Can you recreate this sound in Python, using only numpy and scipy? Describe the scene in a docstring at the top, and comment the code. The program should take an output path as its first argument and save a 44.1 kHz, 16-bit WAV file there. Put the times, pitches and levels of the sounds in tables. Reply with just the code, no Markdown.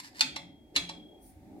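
"""A scrape and a faint click open, then hard steel clacks: a wrench slides onto a hub bolt, close to a phone.
Each clack is a noise crack, a rattle and a chirp, with short wrench modes and the longer ring of steel legs.
The table top thrums late on swelling sines; the scrape before the jaw seats is a dense rain of micro-clicks.
A hand closes on a leg, damps it and brushes it in thin filtered noise.
A small room answers with noise reflections; a low flickering hum and faint wide hiss lie underneath."""
import sys
import numpy as np
from scipy import signal
from scipy.fft import rfft, irfft
from scipy.io import wavfile
from scipy.ndimage import uniform_filter1d

SR = 44100
rng = np.random.default_rng(int(sys.argv[2]) if len(sys.argv) > 2 else 0)


def decibels_to_gain(level_db):
    """Convert a level in decibels to a linear amplitude gain (20 dB per decade)."""
    exponent = np.asarray(level_db, float) / 20
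    return 10 ** exponent


def wav_out(sig):
    """Save sig, one row per channel (or a flat mono array), as 16-bit PCM at SR to the path in sys.argv[1]."""
    wavfile.write(sys.argv[1], SR, np.round(np.clip(np.atleast_2d(sig).T, -1, 1) * 32767).astype(np.int16))


N = 70560  # 1.6 s
T = np.arange(N) / SR

# Blows of wrench on bolt: start_s, level_db, brightness_hz, legs_share_db, contact_place (0-1)
CLACK_BLOWS = [(.0005, -54.5, 5090, -6, .6), (.1940, -46, 4820, -18, .6), (.2082, -27, 4500, 1, .6),
               (.2115, -33, 2430, -23.5, .6), (.3605, -47, 4470, -25, 0.22), (0.3625, -42.5, 2138, -7, 0.8),
               (.3650, -48.5, 918, 12.5, 0.41), (0.7547, -48.5, 2670, -22.5, 0.44),
               (.7618, -31.5, 4030, -24.5, 0.05), (.7645, -31, 3600, 3, .267),
               (.7765, -43.5, 3320, -17, 0.33), (.8900, -56.5, 3260, -19, .5),
               (0.8918, -49, 4150, -32, 0.48), (.8950, -48, 880, 10, 0.42)]
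# Ringing modes of the wrench: pitch_hz, level_db, t60_s, left_minus_right_db
WRENCH_MODES = [(2062, -6, .12, -1), (2250, -7, .1, -1), (2333, -9, .1, 0), (2640, -6, .07, 0),
                (3386, -8, .17, 4), (3585, -4, .11, 4), (3715, -8, .08, 2), (3915, -8, .07, -2),
                (4075, 0, .1, -2), (4420, -4, .05, -2), (4750, -4, .05, -2), (5045, -6, .06, 0),
                (5750, -16, .06, 0), (7900, -24, .04, 0)]
# Ringing modes of the steel legs: pitch_hz, level_db, t60_s, left_minus_right_db
LEG_MODES = [(561, -17.5, 0.5, -2.5), (692, -12, 0.41, -0.5), (877, -4.5, 0.18, -4.5),
             (1109.5, -12, 0.11, -2.5), (1840, -18.5, 0.12, 9.5), (2010, -25, .25, 0.5),
             (3262, -25, 1.15, 3), (3295.5, -26, 1.3, 3), (3342, -11.5, 0.36, 4), (3580, -17.5, 0.43, 1.5),
             (3550, -19, 0.24, -2)]
# Spectrum of the impact noise: freq_hz, level_db (per Hz)
CRACK_COLOUR = [(240, -55.5), (400, -30.5), (906, -11), (1460, -9), (2630, -0.5), (3070, -11.5),
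                (4110, -3.5), (10100, -17.5), (13300, -28.5), (16000, -48.5)]
PLACE_DB, SCATTER_DB, DETUNE = 7.0, 1.0, .001  # mode level by contact place, by chance; pitch by chance (ratio)
RISE_S = 0.00029
CRACK_DB, CRACK_T60_S = 10.5, 0.021
SNAP_DB, SNAP_T60_S = 15.5, 0.007
RATTLE_DB, RATTLE_T60_S, RATTLE_HZ = -6.5, 0.11, 3004
LEFT_LEAD_S = .00024  # the left side hears the sound first
GRIP_S, GRIP_T60_S = 1.17, .55  # the hand closes on a leg and damps it

# Jaw scraping over time: time_s, level_db
SCRAPE_LEVEL = [(0, -40), (.015, -64), (.045, -50.5), (.075, -55), (.11, -79), (.135, -69), (.15, -58),
                (.185, -51.5), (.205, -47), (.212, -95.5), (.73, -96), (.745, -68), (.758, -46),
                (.765, -105)]
# Spectrum of the scrape: freq_hz, level_db (per Hz)
SCRAPE_SPECTRUM = [(590, -27), (1000, -4.5), (1310, -15), (1850, 0), (3150, -11.5), (4900, -2.5),
                   (6330, -14), (7270, -11.5), (13400, -21.5), (16000, -41.5)]
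SCRAPE_GRAINS_PER_S, SCRAPE_SCATTER_DB = 3300, 1.5
# Table-top resonances: start_s, pitch_hz, level_db, rise_s, t60_s
TABLE_THRUMS = [(0.209, 262, -33, 0.039, 0.22), (.25, 148, -40.5, 0.031, .2),
                (.40, 174.1, -46, 0.041, 0.42), (0.753, 154.6, -42.5, 0.0079, 0.14),
                (0.753, 277, -32, .02, 0.19), (.80, 175, -41, 0.034, 0.67), (1.0, 66, -56, .04, 0.31),
                (1.35, 80.4, -44.5, 0.02, .3), (.93, 175, -61, 0.03, 0.2), (1.029, 290, -54.5, 0.015, 0.05),
                (1.5, 84.96, -54, 0.015, 0.36)]
# Hand brushing a leg over time: time_s, level_db
BRUSH_LEVEL = [(1.19, -84), (1.212, -75.5), (1.224, -64.5), (1.294, -62.5), (1.314, -67.5), (1.35, -84.5),
               (1.37, -82.5)]
# Spectrum of the brushing: freq_hz, level_db (per Hz)
BRUSH_SPECTRUM = [(2350, -54), (4000, -21.5), (5310, -14), (7790, -18), (9490, 1), (10300, -6.5),
                  (12400, -12.5), (13200, -8), (15000, -9), (16000, -16)]

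# Spectrum of the room hum: freq_hz, level_db (per Hz)
HUM_SPECTRUM = [(12, -41), (20, -10), (75, -3), (137, -5), (300, 4), (440, -10), (497, -15.5), (552, -9.5),
                (693, -12.5), (770, -10.5), (901, -18), (966, -30), (1300, -36), (1690, -62), (2860, -120)]
# Slow swelling and sinking of the hum: time_s, level_db
HUM_LEVEL = [(0, -7), (.12, -2), (.3, 2), (.5, 1.5), (.66, -5), (.8, 3.5), (1.0, 3.5), (1.12, -3.5),
             (1.22, -0.5), (1.32, -2.5), (1.45, 1), (1.6, -0.5)]
# Narrow resonances in the hum: pitch_hz, width_hz, level_db
HUM_RESONANCES = [(312, 37, -65.5), (555, 21, -77.5), (745, 40, -75.5), (900, 30, -80.5)]
HUM_DB, HUM_FLICKER_DB, HUM_SWELL_DB = -54, 3.5, 1.5  # level ahead of its swell; depths of level wander
HUM_SIDE_DB = -10  # stereo width at 240 Hz
# Spectrum of the hiss: freq_hz, level_db (per Hz)
HISS_SPECTRUM = [(530, -32.5), (900, -4.5), (956, -21), (2240, -13.5), (3110, -24.5), (3350, -20),
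                 (6390, -24.5), (8760, -24), (15200, -25.5), (16500, -33.5)]
# Swelling of the hiss: time_s, level_db
HISS_LEVEL = [(0, -5.5), (.5, -5.5), (.75, -1), (1.1, -1.5), (1.3, 1), (1.6, 2)]
HISS_DB, HISS_SIDE_DB = -72, 0.5  # level ahead of its swell; stereo width
# Room decay: freq_hz, t60_s
ROOM_DECAY = [(300, 1), (800, .4), (2000, 0.38), (5000, 0.32), (10000, 0.3)]
ROOM_DB, EARLY_DB, EARLY_T60_S = -5.5, -1.5, .045
RINGS_ROOM_DB = -8  # share of the wrench's ringing sent through the room
TOP_HZ = 15900


def unit(x):
    """Scale to rms 1."""
    return x / np.sqrt(np.mean(x ** 2))


def colour(x, points):
    """Shape the spectrum by (freq_hz, level_db) points on a log-frequency axis."""
    hz, db = np.array(points, float).T
    size = x.shape[-1]
    f = np.maximum(np.fft.rfftfreq(size, 1 / SR), 1)
    gain = decibels_to_gain(np.interp(np.log(f), np.log(hz), db, left=-90, right=-90))
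    return irfft(rfft(x) * gain, size)


def octave_noise(hz, size):
    """Two independent noises, about an octave wide around hz."""
    shape = [(hz / 2, -30), (hz / 1.3, 0), (hz * 1.3, 0), (hz * 2, -30)]
    return colour(rng.standard_normal((2, size)), shape)


def curve(rows):
    """Gain over time from (time_s, level_db) rows, silent outside."""
    s, db = np.array(rows, float).T
    return decibels_to_gain(np.interp(T, s, db, left=-140, right=-140))


def fade(t, t60):
    """Exponential decay from t = 0, falling 60 dB in t60 seconds."""
    return (t >= 0) * np.exp(-np.log(1000) * np.maximum(t, 0) / t60)


def pan(db):
    """Left and right gains for a level difference."""
    return decibels_to_gain(np.array([[db], [-db]]) / 2)


def walk(rate):
    """Random levels held 1 / rate s and smoothed twice."""
    k = int(SR / rate)
    held = np.repeat(rng.standard_normal(N // k + 1), k)
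    return 1.43 * uniform_filter1d(uniform_filter1d(held, k), k)[:N]


def reach(hz, bright_hz, width):
    """How well a contact of this brightness excites a frequency."""
    return 1 / np.hypot(1, (hz / bright_hz - bright_hz / hz) / width)


def ring(modes, t, bright_hz, place, chance):
    """Decaying modes, weighted by contact brightness and by their shape at the contact place."""
    out = 0
    ear_t = t + np.array([[LEFT_LEAD_S], [0]])
    for k, ((hz, db, t60, lr_db), (level_luck, pitch_luck)) in enumerate(zip(modes, chance)):
        mode_shape_db = PLACE_DB * np.cos(np.pi * (k + 1) * place)
        gain = decibels_to_gain(db + mode_shape_db + SCATTER_DB * level_luck) * reach(hz, bright_hz, 1.6)
        tone = np.sin(2 * np.pi * hz * (1 + DETUNE * pitch_luck) * ear_t)
        out = out + pan(lr_db) * gain * fade(t, t60) * tone
    return out * np.clip(t / RISE_S, 0, 1)


def clacks():
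    """Every blow jolts out crack, rattle and snap, and sets wrench and legs ringing in their own modes."""
    span = int(.8 * SR)
    blows, wrench, legs = np.zeros(N), np.zeros((2, N)), np.zeros((2, N))
    chance = rng.standard_normal((len(CLACK_BLOWS), len(WRENCH_MODES), 2))
    steady = np.zeros((len(LEG_MODES), 2))  # the legs ring alike at each blow, without chance
    grit = rng.standard_normal((len(CLACK_BLOWS), span // 2))
    spectra = rfft(unit(colour(grit, CRACK_COLOUR)))
    f = np.fft.rfftfreq(span // 2, 1 / SR) + 1
    t = np.arange(span) / SR
    short = t[:span // 2]
    for (s, db, bright_hz, legs_db, place), luck, spectrum in zip(CLACK_BLOWS, chance, spectra):
        i = int(s * SR)
        near = slice(i, i + len(short))
        crack = decibels_to_gain(CRACK_DB) * irfft(spectrum * reach(f, bright_hz, 5.0)) * fade(short, CRACK_T60_S)
        # the dense wash of modes too close to tell apart
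        rattle = decibels_to_gain(RATTLE_DB) * irfft(spectrum * reach(f, RATTLE_HZ, 2.0)) * fade(short, RATTLE_T60_S)
        # the jaw's brief chirp at the contact brightness
        snap = decibels_to_gain(SNAP_DB) * np.sin(2 * np.pi * bright_hz * short) * fade(short, SNAP_T60_S)
        blows[near] += decibels_to_gain(db) * (crack + rattle + snap) * np.clip(short / RISE_S, 0, 1)
        wrench[:, near] += decibels_to_gain(db) * ring(WRENCH_MODES, short, bright_hz, place, luck)
        leg_ring = ring(LEG_MODES, t, bright_hz, place, steady)
        legs[:, i:i + span] += decibels_to_gain(db + legs_db) * leg_ring[:, :N - i]
    grip = np.where(T > GRIP_S, fade(T - GRIP_S, GRIP_T60_S), 1)
    return blows, wrench, legs * grip


def scrape():
    """Dense uneven micro-clicks of steel sliding on steel."""
    hit = rng.random(N) < SCRAPE_GRAINS_PER_S / SR
    unevenness = decibels_to_gain(SCRAPE_SCATTER_DB * rng.exponential(size=N))
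    grains = hit * rng.standard_normal(N) * unevenness
    return unit(colour(grains, SCRAPE_SPECTRUM)) * curve(SCRAPE_LEVEL)


def thrums():
    """Low table-top resonances that swell after a blow or a push, their phase wandering a little."""
    out = 0
    for s, hz, db, rise, t60 in TABLE_THRUMS:
        swell = np.clip((T - s) / rise, 0, 1) ** 2 * fade(T - s, t60)
        out = out + decibels_to_gain(db) * swell * np.sin(2 * np.pi * hz * T + 0.5 * walk(25))
    return out


def brush():
    """Thin bright hiss of skin on brushed steel, its level fluttering."""
    skin = unit(colour(rng.standard_normal((2, N)), BRUSH_SPECTRUM))
    return skin * curve(BRUSH_LEVEL) * decibels_to_gain(1.4 * walk(40.4))


def background():
    """Low room hum whose octave bands flicker apart, under a faint wide hiss."""
    sign = np.array([[1], [-1]])  # side signal is opposite in left and right
    hum = 0
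    for hz in 30 * 2. ** np.arange(6):
        mid, side = octave_noise(hz, N)
        flicker = decibels_to_gain(HUM_FLICKER_DB * walk(12) + HUM_SWELL_DB * walk(4))
        width = decibels_to_gain(HUM_SIDE_DB) * (hz / 240) ** 0.27  # wider in the upper bands
        hum = hum + flicker * (mid + width * side * sign)
    hum = decibels_to_gain(HUM_DB) * unit(colour(hum, HUM_SPECTRUM)) * curve(HUM_LEVEL)
    mid, side = colour(rng.standard_normal((2, N)), HISS_SPECTRUM)
    hiss = unit(mid + decibels_to_gain(HISS_SIDE_DB) * side * sign) * curve(HISS_LEVEL)
    return hum + decibels_to_gain(HISS_DB) * hiss


def hum_tones():
    """Narrow wavering noise resonances that swell with the hum."""
    out = 0
    for hz, w, db in HUM_RESONANCES:
        peak = [(hz - 3 * w, -40), (hz - w / 2, -3), (hz, 0), (hz + w / 2, -3), (hz + 3 * w, -40)]
        tone = unit(colour(rng.standard_normal(N), peak))
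        out = out + decibels_to_gain(db + HUM_SWELL_DB * walk(6.8)) * tone
    return out * curve(HUM_LEVEL)


def room(x):
    """Direct sound, quick reflections off the table top, and a tail that dies faster in the treble."""
    t = np.arange(SR // 2) / SR
    hz, t60 = np.array(ROOM_DECAY).T
    tail = 0
    for f in 250 * 2. ** np.arange(7):
        band_t60 = np.interp(np.log(f), np.log(hz), t60)
        tail = tail + octave_noise(f, len(t)) * fade(t - .004, band_t60)
    early = rng.standard_normal((2, len(t))) * fade(t - .0006, EARLY_T60_S)
    reply = (decibels_to_gain(ROOM_DB) * unit(tail) + decibels_to_gain(EARLY_DB) * unit(early)) / np.sqrt(len(t))
    reply[0, 0] += 1  # direct sound, left first
    reply[1, round(LEFT_LEAD_S * SR)] += 1
    return signal.fftconvolve(x, reply, axes=1)[:, :N]


def scene():
    """Near sounds and a share of wrench ring go through the room; all else, and the full wrench ring, stays dry."""
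    blows, wrench, legs = clacks()
    low_cut = signal.butter(3, 420, "high", fs=SR, output="sos")
    near = signal.sosfilt(low_cut, blows + scrape() + brush())
    in_room = room(near + decibels_to_gain(RINGS_ROOM_DB) * wrench[1])
    return in_room + wrench + legs + thrums() + background() + hum_tones()


def band_limit(x):
    """A steep low-pass at the top of the band."""
    return signal.sosfilt(signal.butter(12, 16670, fs=SR, output="sos"), x)


def record(dry):
    """The phone cuts the top with a steep low-pass."""
    top_cut = signal.ellip(8, .2, 40, TOP_HZ, fs=SR, output="sos")
    mix = signal.sosfilt(top_cut, dry)
    return band_limit(mix)


dry = scene()
out = record(dry)
wav_out(out)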